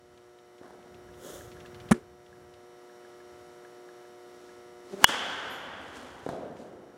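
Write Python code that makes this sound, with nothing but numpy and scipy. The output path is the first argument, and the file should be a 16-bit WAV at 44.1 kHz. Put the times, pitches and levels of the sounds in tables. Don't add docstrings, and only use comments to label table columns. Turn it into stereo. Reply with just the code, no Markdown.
import sys
import numpy as np
from scipy import signal
from scipy.fft import rfft, irfft, next_fast_len
from scipy.io import wavfile
from scipy.ndimage import uniform_filter1d

SR = 44100
rng = np.random.default_rng(int(sys.argv[2]) if len(sys.argv) > 2 else 0)


def wav_record(signal):
    frames = np.transpose(np.atleast_2d(signal))
    bounded = np.clip(frames, -1, 1)
    quanta = np.round(bounded * 32767).astype(np.int16)
    wavfile.write(sys.argv[1], SR, quanta)


N = 307377
TIME = np.arange(N) / SR

# pitch_hz, level_db, t60_s
BAT_MODES = [(942,6,0.0096),(1674,5,0.012),(1980,2,.007),(2931,-1.5,.042),(3334,-13,0.094),(4234,-2.5,0.0089),(4940,-5.5,0.012),(6070,-12,.01),(6520,-18.5,0.011),(10600,-9,0.0061)]
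# pitch_hz, level_db, t60_s
AIR_PUSH = [(70,-25,.025)]
# freq_hz, density_db (per Hz)
SNAP_SPECTRUM = [(300,-16.5),(2000,3.5),(8000,-3),(15000,-3.5)]
# freq_hz, density_db (per Hz)
CRACK_HALL_SPECTRUM = [(47, -36.5), (80, -17), (138, -18.5), (273, -5.5), (371, -11), (526, 0), (600, -4.5),
                       (780, 0.5), (1290, -1), (1540, 2.5), (2550, -7), (3030, -3), (3940, -13),
                       (6970, -17), (15000, -40.5)]
# freq_hz, density_db (per Hz)
PING_SPECTRUM = [(2500,-42.5),(2830,-14),(2960,-3),(3130,-6),(3330,-3.5),(3520,-5),(3900,-48)]
# freq_hz, density_db (per Hz)
SIZZLE_SPECTRUM = [(2000,-22),(5000,1),(9000,1),(15000,-16.5)]
# freq_hz, t60_s
HALL_DECAY = [(120,4),(300,4.26),(700,3.22),(1500,2.63),(3100,2.09),(5000,1.7),(8000,1.23),(14000,1)]
# start_s, level_db
WALL_ECHOES = [(5.0884,-8.5),(5.1418,-11.5),(5.167,-40),(5.297,-18.5)]
# freq_hz, density_db (per Hz)
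ECHO_SPECTRUM = [(100,-27),(250,3),(500,-7.5),(900,5),(1700,-1),(2600,-16),(6000,-20.5),(15000,-37)]
# pitch_hz, level_db, t60_s
FITTING_MODES = [(6982,-3.5,0.71),(9570,-1.5,0.49),(11165,-8.5,0.55),(12452,3.5,0.36),(13426,-1,0.35)]
CONTACT_S = 5.0429

# start_s, direct_db, pitch_factor, hall_db, slap_db
BALL_THUDS = [(0.612,-30.5,0.52,-47,-56),(6.2642,-9.5,0.91,-27,-42),(6.2895,-11,1.23,-35.5,-23.5),(6.3332,-13.5,1.01,-39,-57),(6.433,-23,0.95,-54,-66.5)]
# pitch_hz, level_db, t60_s
THUD_MODES = [(190,-18,0.079),(347,-11,0.0042),(565,-1,0.018),(865,-32,0.0042)]
# freq_hz, density_db (per Hz)
THUD_SPECTRUM = [(29, -51), (50, -22), (221, -2.5), (330, -5), (397, 0.5), (427, -1), (663, -0.5),
                 (1030, -15), (1720, -25.5), (2480, -34), (4000, -31), (5200, -58), (8800, -120)]
# freq_hz, density_db (per Hz)
SLAP_SPECTRUM = [(150,-13.5),(700,12),(1600,7.5),(2500,-13),(3600,-9),(6000,-12.5),(11000,-17.5),(15000,-31.5)]
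# peak_s, level_db, rise_s, hold_s, fall_s
NET_RUSTLE = (.635,-51.5,.08,.05,1.0)

# peak_s, level_db, rise_s
SOLE_TWISTS = [(4.941,-32.5,.07),(4.996,-39,.14)]
# multiple (of the slip rate), level_db
SOLE_PARTIALS = [(1,-7),(2,-1),(3,-9),(4,-22.5)]
SLIP_HZ, SLIP_SAG_PER_S, TWIST_FALL_S = 196.5, .8, 0.07
SWING_DB, SWING_RISE_S, SWING_FALL_S = -34.5, 0.2, 0.041
# freq_hz, density_db (per Hz)
SWISH_SPECTRUM = [(80,-17),(220,-2.5),(600,-1.5),(1400,-3.5),(2500,-15.5),(7000,-27.5),(15000,-31)]
# peak_s, level_db, rise_s, hold_s, fall_s
SHOE_DRAG = (1.262,-43.5,.33,.085,.62)
# freq_hz, density_db (per Hz)
TURF_SPECTRUM = [(100,-27),(230,-3),(550,6.5),(800,-11),(1500,-6.5),(2400,-24),(3400,-9.5),(4400,-21),(5800,-13.5),(6800,-10.5),(8000,-15.5),(11000,-16.5),(15500,-20)]
# peak_s, level_db, rise_s, hold_s, fall_s
LOW_RUMBLES = [(.03,-59.5,1.0,0.11,1.3),(2.407,-55,1.5,.04,.8),(3.3,-65,0.89,.12,1.1),(4.5,-73.5,1.5,.3,1.0),(5.451,-48,1.4,0.68,3.2)]
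# peak_s, level_db, rise_s, hold_s, fall_s
CLOTHES_RUSTLES = [(0.023,-60.5,1.1,0.15,1.3),(3.3,-66,1.34,.12,1.0),(4.422,-59.5,1.0,.1,1.2),(4.93,-50,0.38,.005,.28),(5.04,-37,0.16,0.29,2.5),(5.83,-48,0.276,0.055,.6),(5.953,-39.5,.12,.01,1.1),(6.308,-45,0.39,.01,0.44),(6.602,-50,0.26,0.0097,.4)]
# freq_hz, density_db (per Hz)
SCUFF_SPECTRUM = [(100,-30.5),(250,4),(550,-3.5),(1500,-10),(2400,-14.5),(3400,-15),(7000,-18),(11000,-25.5),(15500,-39)]

# start_s, level_db, rattle_db
STAND_BUMPS = [(1.9106,-18,-44),(1.9121,-12.5,-19.5),(1.917,-6.5,-18.5),(1.9216,-18.5,-15)]
# pitch_hz, level_db, t60_s
STAND_MODES = [(123,-10.5,0.096),(227,1.5,0.051),(359.3,-14,0.21),(511,-9,0.04),(720,-9,0.02),(960,-18,0.052),(1710,-19,0.052)]
# freq_hz, density_db (per Hz)
RATTLE_SPECTRUM = [(710, -41), (1200, 4.5), (1650, -5), (4980, -23.5), (5910, -14.5), (9170, -15.5),
                   (9990, -9.5), (11100, -25), (15500, -31)]
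# freq_hz, density_db (per Hz)
CAGE_SPECTRUM = [(80,-16),(250,1.5),(420,7),(700,-18),(1700,-15),(3000,-28),(9000,-32.5),(15000,-50)]
# freq_hz, density_db (per Hz)
RUMBLE_SPECTRUM = [(15,-34),(30,-19.5),(60,0),(85,3.5),(170,-3.5),(300,-9),(600,-17.5),(1500,-17.5),(4000,-39.5)]
ROLL_START_S, ROLL_END_S, ROLL_M_PER_S, STAND_M = 0.59, 1.935, 1.65, 1.6
ROLL_RISE_S, ROLL_T60_S = 0.4, 1.6
ROLL_DB, SEAM_DB = -49.5, -47.5
SEAM_START_S, TURN_S, SEAM_GAP_S = 1.516, .1425, .086

# start_s, level_db
SMALL_TICKS = [(0.1752,-49.5),(0.3872,-51),(.5811,-52),(.8261,-54.5),(0.944,-50.5),(1.1383,-54),(2.2628,-52),(2.5384,-51),(6.567,-47)]
# freq_hz, density_db (per Hz)
TICK_SPECTRUM = [(500,-22.5),(1800,3),(3200,5.5),(5000,-5),(9000,-15),(15000,-35.5)]
# start_s, level_db
FAINT_PIPS = [(1.0886,-50),(1.4092,-46.5),(1.5687,-47.5),(1.6523,-46),(2.3285,-45.5),(2.896,-51.5),(3.049,-47),(3.204,-50.5),(3.6496,-46.5),(3.8895,-48),(4.0522,-53),(4.4922,-49)]
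# pitch_hz, level_db, t60_s
PIP_MODES = [(1677,-0.5,0.035),(1633,-12,0.027)]

# pitch_hz, level_db (rms)
HUM_LINES = [(360.7, -55), (479.1, -62), (597.5, -63.5), (721.4, -62.5), (958.2, -70.5), (1082, -73),
             (1200, -70), (1319, -68), (1443, -73), (1680, -77.5), (1922, -74.5), (2040, -76.5),
             (2159, -80.5), (2283, -82.5), (2998, -77), (3720, -79.5), (4199, -83), (4560, -94),
             (5039, -90), (5459, -82.5), (5518, -81), (5760, -78)]
HUM_LIFT_DB = 2.0
# freq_hz, balance_db (left minus right)
HUM_BALANCE = [(60, 0.0), (110, 0.0), (200, 1.5), (380, 1), (700, 0.5), (1290, -6), (2380, 1), (4400, -0.5),
               (8120, -1.5), (15000, -1.5)]
# freq_hz, phase_rad (left leads)
HUM_LEAD = [(360,-0.11),(600,-0.53),(1200,-1.95),(1640,0.57),(2580,1),(3600,0.897),(7000,-0.31)]
# freq_hz, density_db (per Hz)
AIR_SPECTRUM = [(15,-60.5),(35,-38.5),(70,-22.5),(130,-15.5),(260,-11.5),(450,-12.5),(800,-13.5),(1350,-19.5),(1750,-18.5),(2500,-25.5),(4800,-29),(7500,-31),(11000,-33.5),(15500,-41.5)]
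AIR_DB = -57.5

# freq_hz, likeness (clipped to -1..1)
MIC_LIKENESS = [(100,6.5),(230,2.5),(400,0.9),(640,0.57),(1400,0.14),(3100,1),(7000,.9),(15000,0.2)]
# freq_hz, balance_db (left minus right)
MIC_BALANCE = [(60,-3),(110,-1.5),(200,-2.5),(380,4),(700,-2.0),(1290,-9.5),(2380,-3),(4400,-1.0),(8120,-1),(15000,-2)]
# freq_hz, phase_rad (left leads)
MIC_LEAD = [(100,-0.45),(400,-0.03),(860,-0.5),(1200,-1.5),(1550,-0.055),(2150,1),(4100,0.14),(12000,-0.077)]
EDGE_HZ = 15900


def crack():
    out, s = np.zeros((2, N)), CONTACT_S
    bat = ring(BAT_MODES[1::2]) - ring(BAT_MODES[::2])
    add(out, s, low_cut(bat, hz=350) * amp([[-1.5], [2]]))
    add(out, s, ring(AIR_PUSH))
    add(out, s, amp(8.0) * burst(SNAP_SPECTRUM, t60=0.0036))
    add(out, s, amp(-32.5) * burst(SLAP_SPECTRUM, t60=0.14))
    add(out, s, amp(-14.5) * hall(CRACK_HALL_SPECTRUM, gap=0.019, rise=0.038, t60_share=1.0))
    add(out, s, amp(-20.5) * hall(PING_SPECTRUM, gap=0.0058, rise=0.044, t60_share=0.89))
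    add(out, s, amp(-22.0) * hall(SIZZLE_SPECTRUM, gap=0.021, rise=.015, t60_share=0.35))
    for echo_s, db in WALL_ECHOES:
        add(out, echo_s, amp(db) * burst(ECHO_SPECTRUM, t60=0.065))
    fade_in = np.minimum(TIME[:SR] / .015, 1)
    add(out, 5.495, amp(-45.5) * ring(FITTING_MODES) * fade_in)
    return out


def thuds():
    out = noise(SLAP_SPECTRUM, size=N) * swell(*NET_RUSTLE) * grit(depth_db=3.5)
    for s, db, pitch, hall_db, slap_db in BALL_THUDS:
        modes = [(hz * pitch, mode_db, t60) for hz, mode_db, t60 in THUD_MODES]
        thud = -amp(db) * ring(modes)
        pair = np.array([np.roll(thud, 8), thud])
        add(out, s, low_cut(pair, hz=130))
        add(out, s, amp(db - 12) * burst(THUD_SPECTRUM, t60=0.073))
        add(out, s, amp(slap_db) * burst(SLAP_SPECTRUM, t60=0.039))
        add(out, s, amp(hall_db) * hall(THUD_SPECTRUM, gap=0.022, rise=0.0067, t60_share=0.47))
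    return out


def batter():
    drag = noise(TURF_SPECTRUM, size=N) * swell(*SHOE_DRAG) * grit(depth_db=1.8)
    rustles = sum(swell(*row) for row in CLOTHES_RUSTLES)
    clothes = noise(SCUFF_SPECTRUM, size=N) * rustles * grit(depth_db=2.0)
    soles = sum(twist(*row) for row in SOLE_TWISTS)
    return drag + clothes + swish() + soles


def swish():
    envelope = swell(CONTACT_S, SWING_DB, SWING_RISE_S, 0, SWING_FALL_S)
    return noise(SWISH_SPECTRUM, size=N) * envelope


def twist(s, db, rise):
    slip_hz = SLIP_HZ * (1 - SLIP_SAG_PER_S * (TIME - s))
    turns = np.cumsum(slip_hz) / SR
    slips = sum(amp(partial_db) * np.cos(2 * np.pi * round(k) * turns) for k, partial_db in SOLE_PARTIALS)
    return evened(slips) * swell(s, db, rise, 0, TWIST_FALL_S)


def low_rumbles():
    swells = sum(swell(*row) for row in LOW_RUMBLES)
    return noise(RUMBLE_SPECTRUM, size=N) * swells


def stray_ball():
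    out = rolling()
    for s, db, rattle_db in STAND_BUMPS:
        add(out, s, -amp(db) * low_cut(ring(STAND_MODES), 54))
        add(out, s, amp(rattle_db) * burst(RATTLE_SPECTRUM, t60=0.025))
    add(out, 1.94, amp(-31.5) * burst(CAGE_SPECTRUM, t60=0.22))
    return out


def rolling(count=3):
    settled = np.clip((TIME - ROLL_START_S) / ROLL_RISE_S, 0, 1)
    stopped = amp(-60 * np.maximum(TIME - ROLL_END_S, 0) / ROLL_T60_S)
    rumble = amp(ROLL_DB) * noise(RUMBLE_SPECTRUM, size=N)
    out = rumble * nearness(TIME) * settled * stopped
    for turn_s in SEAM_START_S + TURN_S * np.arange(count):
        for s in (turn_s, turn_s + SEAM_GAP_S):
            add(out, s, amp(SEAM_DB) * nearness(s) * burst(TICK_SPECTRUM, t60=0.071))
    return out


def nearness(s):
    to_go_m = ROLL_M_PER_S * np.maximum(ROLL_END_S - s, 0)
    return STAND_M / (STAND_M + to_go_m)


def small_sounds():
    out = np.zeros((2, N))
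    for s, db in SMALL_TICKS:
        add(out, s, amp(db) * burst(TICK_SPECTRUM, t60=0.041))
    for s, db in FAINT_PIPS:
        add(out, s, amp(db) * ring(PIP_MODES))
    return out


def background():
    out = noise(AIR_SPECTRUM, size=N) * amp(AIR_DB + .5 * drift(6.5))
    side = np.array([[.5], [-.5]])
    for hz, db in HUM_LINES:
        turns = hz * TIME + 0.025 * drift(6.6) + rng.random()
        tone = np.sqrt(2) * np.sin(2 * np.pi * turns + side * read(HUM_LEAD, hz))
        level = amp(db + HUM_LIFT_DB + 0.56 * drift(7))
        out += tone * level * amp(side * read(HUM_BALANCE, hz))
    return out


def ring(modes):
    t = TIME[:SR]
    return sum(amp(db - 60 * t / t60) * np.sin(2 * np.pi * hz * t) for hz, db, t60 in modes)


def burst(spectrum, t60):
    t = TIME[:SR // 5]
    shape = amp(-60 * t / t60) * (1 - np.exp(-t / .0003))
    return evened(noise(spectrum, size=len(t)) * shape) * np.sqrt(np.mean(shape ** 2))


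def hall(spectrum, gap, rise, t60_share):
    size = 2 * SR
    hz, t, bands = signal.stft(noise(spectrum, size=size), SR, nperseg=512)
    t60 = t60_share * read(HALL_DECAY, hz)[:, None]
    tail = signal.istft(bands * amp(-60 * t / t60), SR)[1][:, :size]
    return tail * np.clip((TIME[:size] - gap) / rise, 0, 1)


def noise(spectrum, size):
    length = next_fast_len(size, True)
    hz = np.fft.rfftfreq(length, 1 / SR)
    a, b = rfft(rng.standard_normal((2, length)))
    same = np.clip(read(MIC_LIKENESS, hz), -1, 1)
    lean = amp(read(MIC_BALANCE, hz) / 2)
    lead = np.exp(1j * read(MIC_LEAD, hz))
    left = a * lean * lead
    right = (same * a + np.sqrt(1 - same ** 2) * b) / lean
    pair = np.array([left, right]) * amp(read(spectrum, hz))
    return evened(irfft(pair, length)[:, :size])


def swell(s, db, rise, hold, fall):
    below = np.maximum(s - TIME, 0) / rise + np.maximum(TIME - s - hold, 0) / fall
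    return amp(db - 60 * np.minimum(below, 3))


def grit(depth_db):
    flicker = uniform_filter1d(rng.standard_normal(N), 90)
    return evened(amp(depth_db * evened(flicker)))


def drift(hz):
    return evened(np.interp(TIME * hz, np.arange(400), rng.standard_normal(400)))


def low_cut(x, hz):
    return signal.sosfilt(signal.butter(2, hz, "high", fs=SR, output="sos"), x)


def amp(db):
    return np.exp(np.asarray(db) * (np.log(10) / 20))


def evened(x):
    return x / np.sqrt(np.mean(x ** 2) + 1e-20)


def read(points, hz):
    f, value = np.transpose(points)
    return np.interp(np.log(hz + 1), np.log(f + 1), value)


def add(mix, s, sound):
    part = mix[:, round(s * SR):][:, :sound.shape[-1]]
    part += sound[..., :part.shape[1]]


def scene():
    hits = crack() + thuds()
    movement = batter() + low_rumbles() + stray_ball() + small_sounds()
    return low_cut(hits + movement + background(), 45)


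def record(dry, start_duck_db=7, recover_db=5.0, threshold_db=-17.0, slope=0.99, attack=.008):
    keep = np.exp(-1 / (.005 * SR))
    power = signal.lfilter([1 - keep], [1, -keep], (dry ** 2).mean(0))
    power_db = 10 * np.log10(power + 1e-12)
    over_db = np.maximum(slope * (power_db - threshold_db), 0)
    recovery = recover_db * TIME
    duck_db = np.maximum(np.maximum.accumulate(over_db + recovery), start_duck_db) - recovery
    lag = np.exp(-1 / (attack * SR))
    duck_db = signal.lfilter([1 - lag], [1, -lag], duck_db - start_duck_db) + start_duck_db
    clipped = np.clip(dry * amp(-duck_db), -1, 1)
    band_limit = signal.firwin(511, EDGE_HZ, window=("kaiser", 9), fs=SR)
    return signal.oaconvolve(clipped, band_limit[None], "same")


dry = scene()
out = record(dry)
wav_record(out)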